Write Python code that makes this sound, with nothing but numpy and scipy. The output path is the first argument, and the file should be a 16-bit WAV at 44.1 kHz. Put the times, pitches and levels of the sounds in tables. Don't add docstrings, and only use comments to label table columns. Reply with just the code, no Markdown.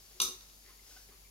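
import sys
import numpy as np
from scipy import signal
from scipy.fft import rfft, irfft
from scipy.io import wavfile
from scipy.ndimage import uniform_filter1d

SR = 44100
rng = np.random.default_rng(int(sys.argv[2]) if len(sys.argv) > 2 else 0)


def output_pcm(signal):
    pcm = np.clip(np.atleast_2d(signal).T, -1, 1) * 32767
    wavfile.write(sys.argv[1], SR, np.round(pcm).astype(np.int16))


def amplitude_ratio(level_db):
    exponent = np.asarray(level_db, float) / 20
    return 10 ** exponent


N = 57330


def evened(x):
    return x / np.sqrt(np.mean(x ** 2) + 1e-20)


def read(points, hz):
    f, value = np.transpose(points)
    return np.interp(np.log(hz + 1), np.log(f + 1), value)


def curve(points, column=1):
    rows = np.transpose(points)
    return np.interp(np.arange(N) / SR, rows[0], rows[column])


def add(mix, start_s, sound):
    part = mix[round(start_s * SR):][:len(sound)]
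    part += sound[:len(part)]


def colour(x, points, sign=1):
    hz = np.fft.rfftfreq(N, 1 / SR)
    return irfft(rfft(x) * amplitude_ratio(sign * read(points, hz)), N)


def ports(pair, points):
    left = colour(pair[0], points, 0.5)
    right = colour(pair[1], points, -0.5)
    return np.array([left, right])


def resonate(x, hz, width):
    turn = np.exp(2j * np.pi * hz * np.arange(x.shape[-1]) / SR)
    r = np.exp(-np.pi * width / SR)
    return 2 * (turn * signal.lfilter([1 - r], [1, -r], x / turn)).real


# pitch_hz, t60_s
ROOM_T60 = [(200, 0.51), (1000, 0.34), (3000, 0.33), (6000, 0.34), (9000, 0.27), (14000, 0.31)]


def room(x):
    build_up_s, spacing = 0.0046, 16
    taps = np.zeros((2, SR // 2))
    slots = np.arange(0, SR // 2 - spacing, spacing)
    at = slots + rng.integers(0, spacing, (2, len(slots)))
    np.put_along_axis(taps, at, rng.choice([-1., 1.], at.shape), 1)
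    hz, t, z = signal.stft(taps, SR, nperseg=128)
    decay = amplitude_ratio(-60 * t / read(ROOM_T60, hz)[:, None])
    tail = signal.istft(z * decay, SR, nperseg=128)[1]
    tail = tail * (1 - np.exp(-np.arange(tail.shape[1]) / SR / build_up_s))
    return signal.fftconvolve(x[None], tail / np.linalg.norm(tail[0]), axes=1)[:, :N]


def heard(x, room_db, lag_s):
    delay = np.exp(-2j * np.pi * np.fft.rfftfreq(N, 1 / SR) * lag_s)
    late = irfft(rfft(x) * delay, N)
    return np.array([x, late]) + amplitude_ratio(room_db) * room(x)


# start_s, level_db, bounce_share (0 blow colour, 1 bounce colour)
BLOWS = [
    (.2004, -34.5, 0),
    (0.2013, -26, 0),
    (0.217, -27.5, 0.99),
    (0.2188, -31, 0.87),
    (.2200, -31.5, 0.9),
    (0.221, -31.5, 0.87),
    (0.408, -57, 0),
    (.497, -60, 0.1),
]
# blow_db, bounce_db, t60_s
BOWL_MODES = [(-6.5, -23, 0.018), (-2.5, -7.5, 0.021), (-4, -6, 0.066), (-9, -9, 0.045), (-3, -22, 0.023),
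              (-6, -21.5, .02), (-7, -8.5, 0.019), (0.5, -3.5, .022), (-8, -0.5, 0.029), (-14, -4.5, 0.024),
              (-16, -12, 0.035), (-5, -3, 0.03), (-16, -6, 0.031), (-32, -11.5, 0.026)]
BOWL_HZ = [2840, 3445, 3730, 4040, 4395, 4750, 5750, 6030, 6150, 6330, 6560, 9050, 11300, 13350]
# blow_db, bounce_db, t60_s
STICK_MODES = [(-12.5, -24.5, 0.022), (-4, -20, 0.0079), (-8, -10, 0.011), (-5, -19.5, 0.023),
               (-2.5, -8, 0.015), (-15, -8.5, 0.012), (-22, -21, 0.024), (-12.5, -11.5, 0.024),
               (-17, -14, 0.02), (-17, -14, 0.02), (-26, -27, 0.0092), (-18.5, -12, 0.014), (-24, -32, .01)]
STICK_HZ = [2400, 2620, 4200, 4570, 5250, 7150, 7700, 8200, 10550, 12720, 14300, 9860, 15450]
# blow_db, bounce_db, t60_s
BOARD_MODES = [(-28, -66, 0.026), (-37.5, -39, 0.067), (-13, -25, 0.035), (-13.5, -20, 0.035),
               (-12, -23.5, 0.009)]
BOARD_HZ = [125, 900, 1105, 1250, 1480]
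# pitch_hz, level_db
TICK_COLOUR = [(1500, -13.5), (2600, -13), (3500, -0.5), (5000, -5.5), (6200, -6), (9000, -1.5),
               (13000, -6.5), (16200, -20)]
# pitch_hz, left_minus_right_db
BLOW_PORTS = [(60, 5), (150, -10), (380, -13), (950, 7.5), (2380, 0.5), (5980, -1), (15000, 14)]


def bowl():
    contact_s, split, twin_gain = 0.00026, 0.009, 0.6
    tick_db, tick_bounce_db, tick_t60_s = -4.5, 3, 0.018
    rings, ticks = np.zeros(N), np.zeros(N)
    t = np.arange(SR // 5) / SR
    hz = np.array([*BOWL_HZ, *STICK_HZ, *BOARD_HZ])[:, None]
    modes = [*BOWL_MODES, *STICK_MODES, *BOARD_MODES]
    blow_db, bounce_db, t60_s = np.transpose(modes)[:, :, None]
    twin_hz = hz * (1 + split * rng.uniform(-1, 1, hz.shape))
    waves = np.sin(2 * np.pi * hz * t) + twin_gain * np.sin(2 * np.pi * twin_hz * t)
    crack = evened(colour(rng.standard_normal(N), TICK_COLOUR))
    for start_s, level_db, bounce in BLOWS:
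        side = rng.choice([-1., 1.], hz.shape)
        onset = amplitude_ratio(level_db) * (1 - np.exp(-t / contact_s))
        mode_db = blow_db + bounce * (bounce_db - blow_db) - 60 * t / t60_s
        add(rings, start_s, onset * (amplitude_ratio(mode_db) * side * waves).sum(0))
        fade = amplitude_ratio(tick_db + bounce * tick_bounce_db - 60 * t / tick_t60_s)
        noise = np.roll(crack, -round(start_s * SR))[:len(t)]
        add(ticks, start_s, onset * fade * noise)
    null = signal.iirnotch(3090, 13, SR)
    direct = signal.lfilter(*null, signal.lfilter(*null, rings + ticks))
    direct = signal.lfilter(*signal.iirnotch(1750, 7, SR), direct)
    return ports(heard(direct, room_db=-0.5, lag_s=0.00029), BLOW_PORTS)


# pitch_hz, width_hz, level_db
BOOM = [(130, 36, -78), (201, 55, -61.5), (251, 39, -59), (372.7, 9.4, -54), (412.5, 29, -61),
        (503, 13, -65.5)]


def boom():
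    rise_s, hold_s, fall_s, spread = 0.0053, 0.088, 0.036, 0.37
    t = np.maximum(np.arange(N) / SR - BLOWS[0][0], 0)
    shape = (1 - np.exp(-t / rise_s)) * np.exp(-np.maximum(t - hold_s, 0) / fall_s)
    middle, side = rng.standard_normal((2, N))
    shake = middle + spread * side * [[1], [-1]]
    out = np.zeros((2, N))
    for hz, width, level_db in BOOM:
        out += amplitude_ratio(level_db) * evened(resonate(resonate(shake, hz, width), hz, 2 * width))
    return shape * out


# start_s, level_db, pitch_hz, length_s
TOUCHES = [(0.112, -63.5, 377, 0.011), (0.108, -69, 680, 0.017), (0.148, -65.5, 380, 0.04),
           (0.647, -73.5, 1954, 0.11), (0.678, -68, 1970, 0.018), (0.692, -66, 1063, 0.029),
           (0.79, -65, 2060, 0.011), (0.905, -67, 1460, 0.025), (0.984, -72, 1620, 0.038),
           (1.086, -67, 393, 0.05), (1.085, -67.5, 266, 0.031), (1.09, -72, 740, 0.024),
           (0.405, -69.5, 1470, 0.016), (0.962, -73, 3130, 0.018), (1.11, -69, 1140, 0.041),
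           (0.63, -75.5, 392, 0.11), (1.245, -70, 2280, 0.038), (1.258, -73, 2250, 0.019)]


def knocks():
    q, wide_db, rise_s = 7, -6, 0.00097
    out = np.zeros(N)
    t = np.arange(SR // 10) / SR
    for start_s, level_db, hz, length_s in TOUCHES:
        noise = rng.standard_normal(len(t))
        body = evened(resonate(resonate(noise, hz, hz / q), hz, hz / q))
        body = body + amplitude_ratio(wide_db) * evened(resonate(noise, hz, hz))
        envelope = np.minimum(t / rise_s, 1) * np.exp(-(t / length_s) ** 2)
        add(out, start_s, amplitude_ratio(level_db) * envelope * body)
    return out


# multiple, level_db
SQUEAK = [(1, -60), (2, -53), (4, -59)]


def squeak():
    start_s, length_s, pitch_hz, level_db = 0.961, 0.019, 748, -1.5
    out = np.zeros(N)
    t = np.arange(0, length_s, 1 / SR)
    wobble = evened(uniform_filter1d(rng.standard_normal(len(t)), size=120))
    turns = pitch_hz * t + 0.04 * wobble
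    tone = sum(amplitude_ratio(db + level_db) * np.sin(2 * np.pi * k * turns) for k, db in SQUEAK)
    add(out, start_s, np.sin(np.pi * t / length_s) * tone)
    return out


# start_s, level_db
STIR = [(0.45, -61), (0.602, -73), (0.65, -59.5), (0.698, -52.5), (0.754, -65), (0.98, -58), (1.062, -92),
        (1.094, -54.5), (1.282, -70.5), (1.3, -76)]
# pitch_hz, level_db
WET = [(150, -29), (400, -6.5), (1100, -7.5), (2200, -3.5), (3200, -9.5), (5000, -5), (7000, -25),
       (12000, -16.5)]


def stirring():
    level_db, grains_per_s, grain_db = -9.5, 1800, 3
    sizes = amplitude_ratio(grain_db * np.minimum(rng.exponential(1, N), 2))
    struck = rng.random(N) < grains_per_s / SR
    grains = sizes * struck * rng.standard_normal(N)
    effort_db = curve([(0, -65), (0.4, -61)] + list(STIR))
    return evened(colour(grains, WET)) * amplitude_ratio(effort_db + level_db)


# start_s, level_db
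RUSTLE = [(.3, -63), (.42, -63.5), (.55, -67), (.8, -69.5), (.9, -57.5), (1.02, -61), (1.1, -71.5),
          (1.3, -105)]


def rustle():
    return evened(resonate(rng.standard_normal(N), 5400, 2100)) * amplitude_ratio(curve(RUSTLE))


# pitch_hz, left_minus_right_db
PORTS = [(60, -6), (150, -4), (380, 2), (950, 3), (2380, 3.5), (5980, 0), (15000, 14.5)]


def food():
    sounds = knocks() + squeak() + stirring() + rustle()
    return ports(heard(sounds, room_db=-7, lag_s=0.00005), PORTS)


# start_s, pitch_hz, level_db
HUM = [(0.0, 50.6, -63.5), (0.082, 50.2, -70.5), (0.13, 48.2, -62), (0.206, 48.3, -69), (0.212, 50.2, -66),
       (0.266, 49.9, -59), (0.292, 48.3, -64), (0.314, 47.4, -70), (0.376, 49.56, -62.5),
       (0.514, 48.33, -65.5), (0.846, 50.15, -64), (0.876, 49.4, -69), (0.93, 49.56, -61.5),
       (1.198, 48.9, -64.5), (1.23, 47.5, -60), (1.3, 48.3, -64)]


def hum():
    turns = 2 * np.pi * np.cumsum(curve(HUM)) / SR
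    tone = np.sin(turns) + amplitude_ratio(-16) * np.sin(2 * turns + 1)
    port_gain = amplitude_ratio([[-0.8], [0.8]])
    return np.sqrt(2) * amplitude_ratio(curve(HUM, column=2)) * tone * port_gain


# pitch_hz, density_db (per Hz)
LOWS = [(15, -15), (25, -5.5), (54, -9), (152, -10), (213, -12), (397, -15), (902, -17), (3000, -23),
        (3900, -34), (6600, -120)]
# pitch_hz, density_db (per Hz)
HISS = [(1760, -21), (3000, -13), (4150, -7.5), (4360, -12), (5270, -6.5), (6790, -5.5), (7760, -13),
        (12400, -8.5), (16100, -19)]
# pitch_hz, width_hz, level_db
WHISTLES = [(402, 6.6, -86.5), (4525, 51, -73.5), (4980, 32, -78), (6820, 78, -79.5), (10740, 400, -79.5)]
# pitch_hz, likeness (-1 to 1)
SAME = [(60, 0.74), (180, 0.85), (550, 0.33), (1650, -0.79), (4970, 0.15), (15000, 0.15)]


def hiss():
    lows_db, hiss_db = -70, -63
    a, b = rfft(rng.standard_normal((2, N)))
    same = np.clip(read(SAME, np.fft.rfftfreq(N, 1 / SR)), -1, 1)
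    pair = irfft(np.array([a, same * a + np.sqrt(1 - same ** 2) * b]), N)
    out = amplitude_ratio(lows_db) * evened(colour(pair, LOWS))
    out = out + amplitude_ratio(hiss_db) * evened(colour(pair, HISS))
    for hz, width, level_db in WHISTLES:
        out = out + amplitude_ratio(level_db) * evened(resonate(pair, hz, width))
    return ports(out, PORTS)


def scene():
    return bowl() + boom() + food() + hum() + hiss()


def top_cut(x):
    return signal.sosfilt(signal.butter(12, 15950, fs=SR, output="sos"), x)


def record(dry):
    edge = signal.firwin(601, 16000, window=("kaiser", 9), fs=SR)
    mix = signal.oaconvolve(dry, edge[None], "same")
    return top_cut(mix)


dry = scene()
out = record(dry)
output_pcm(out)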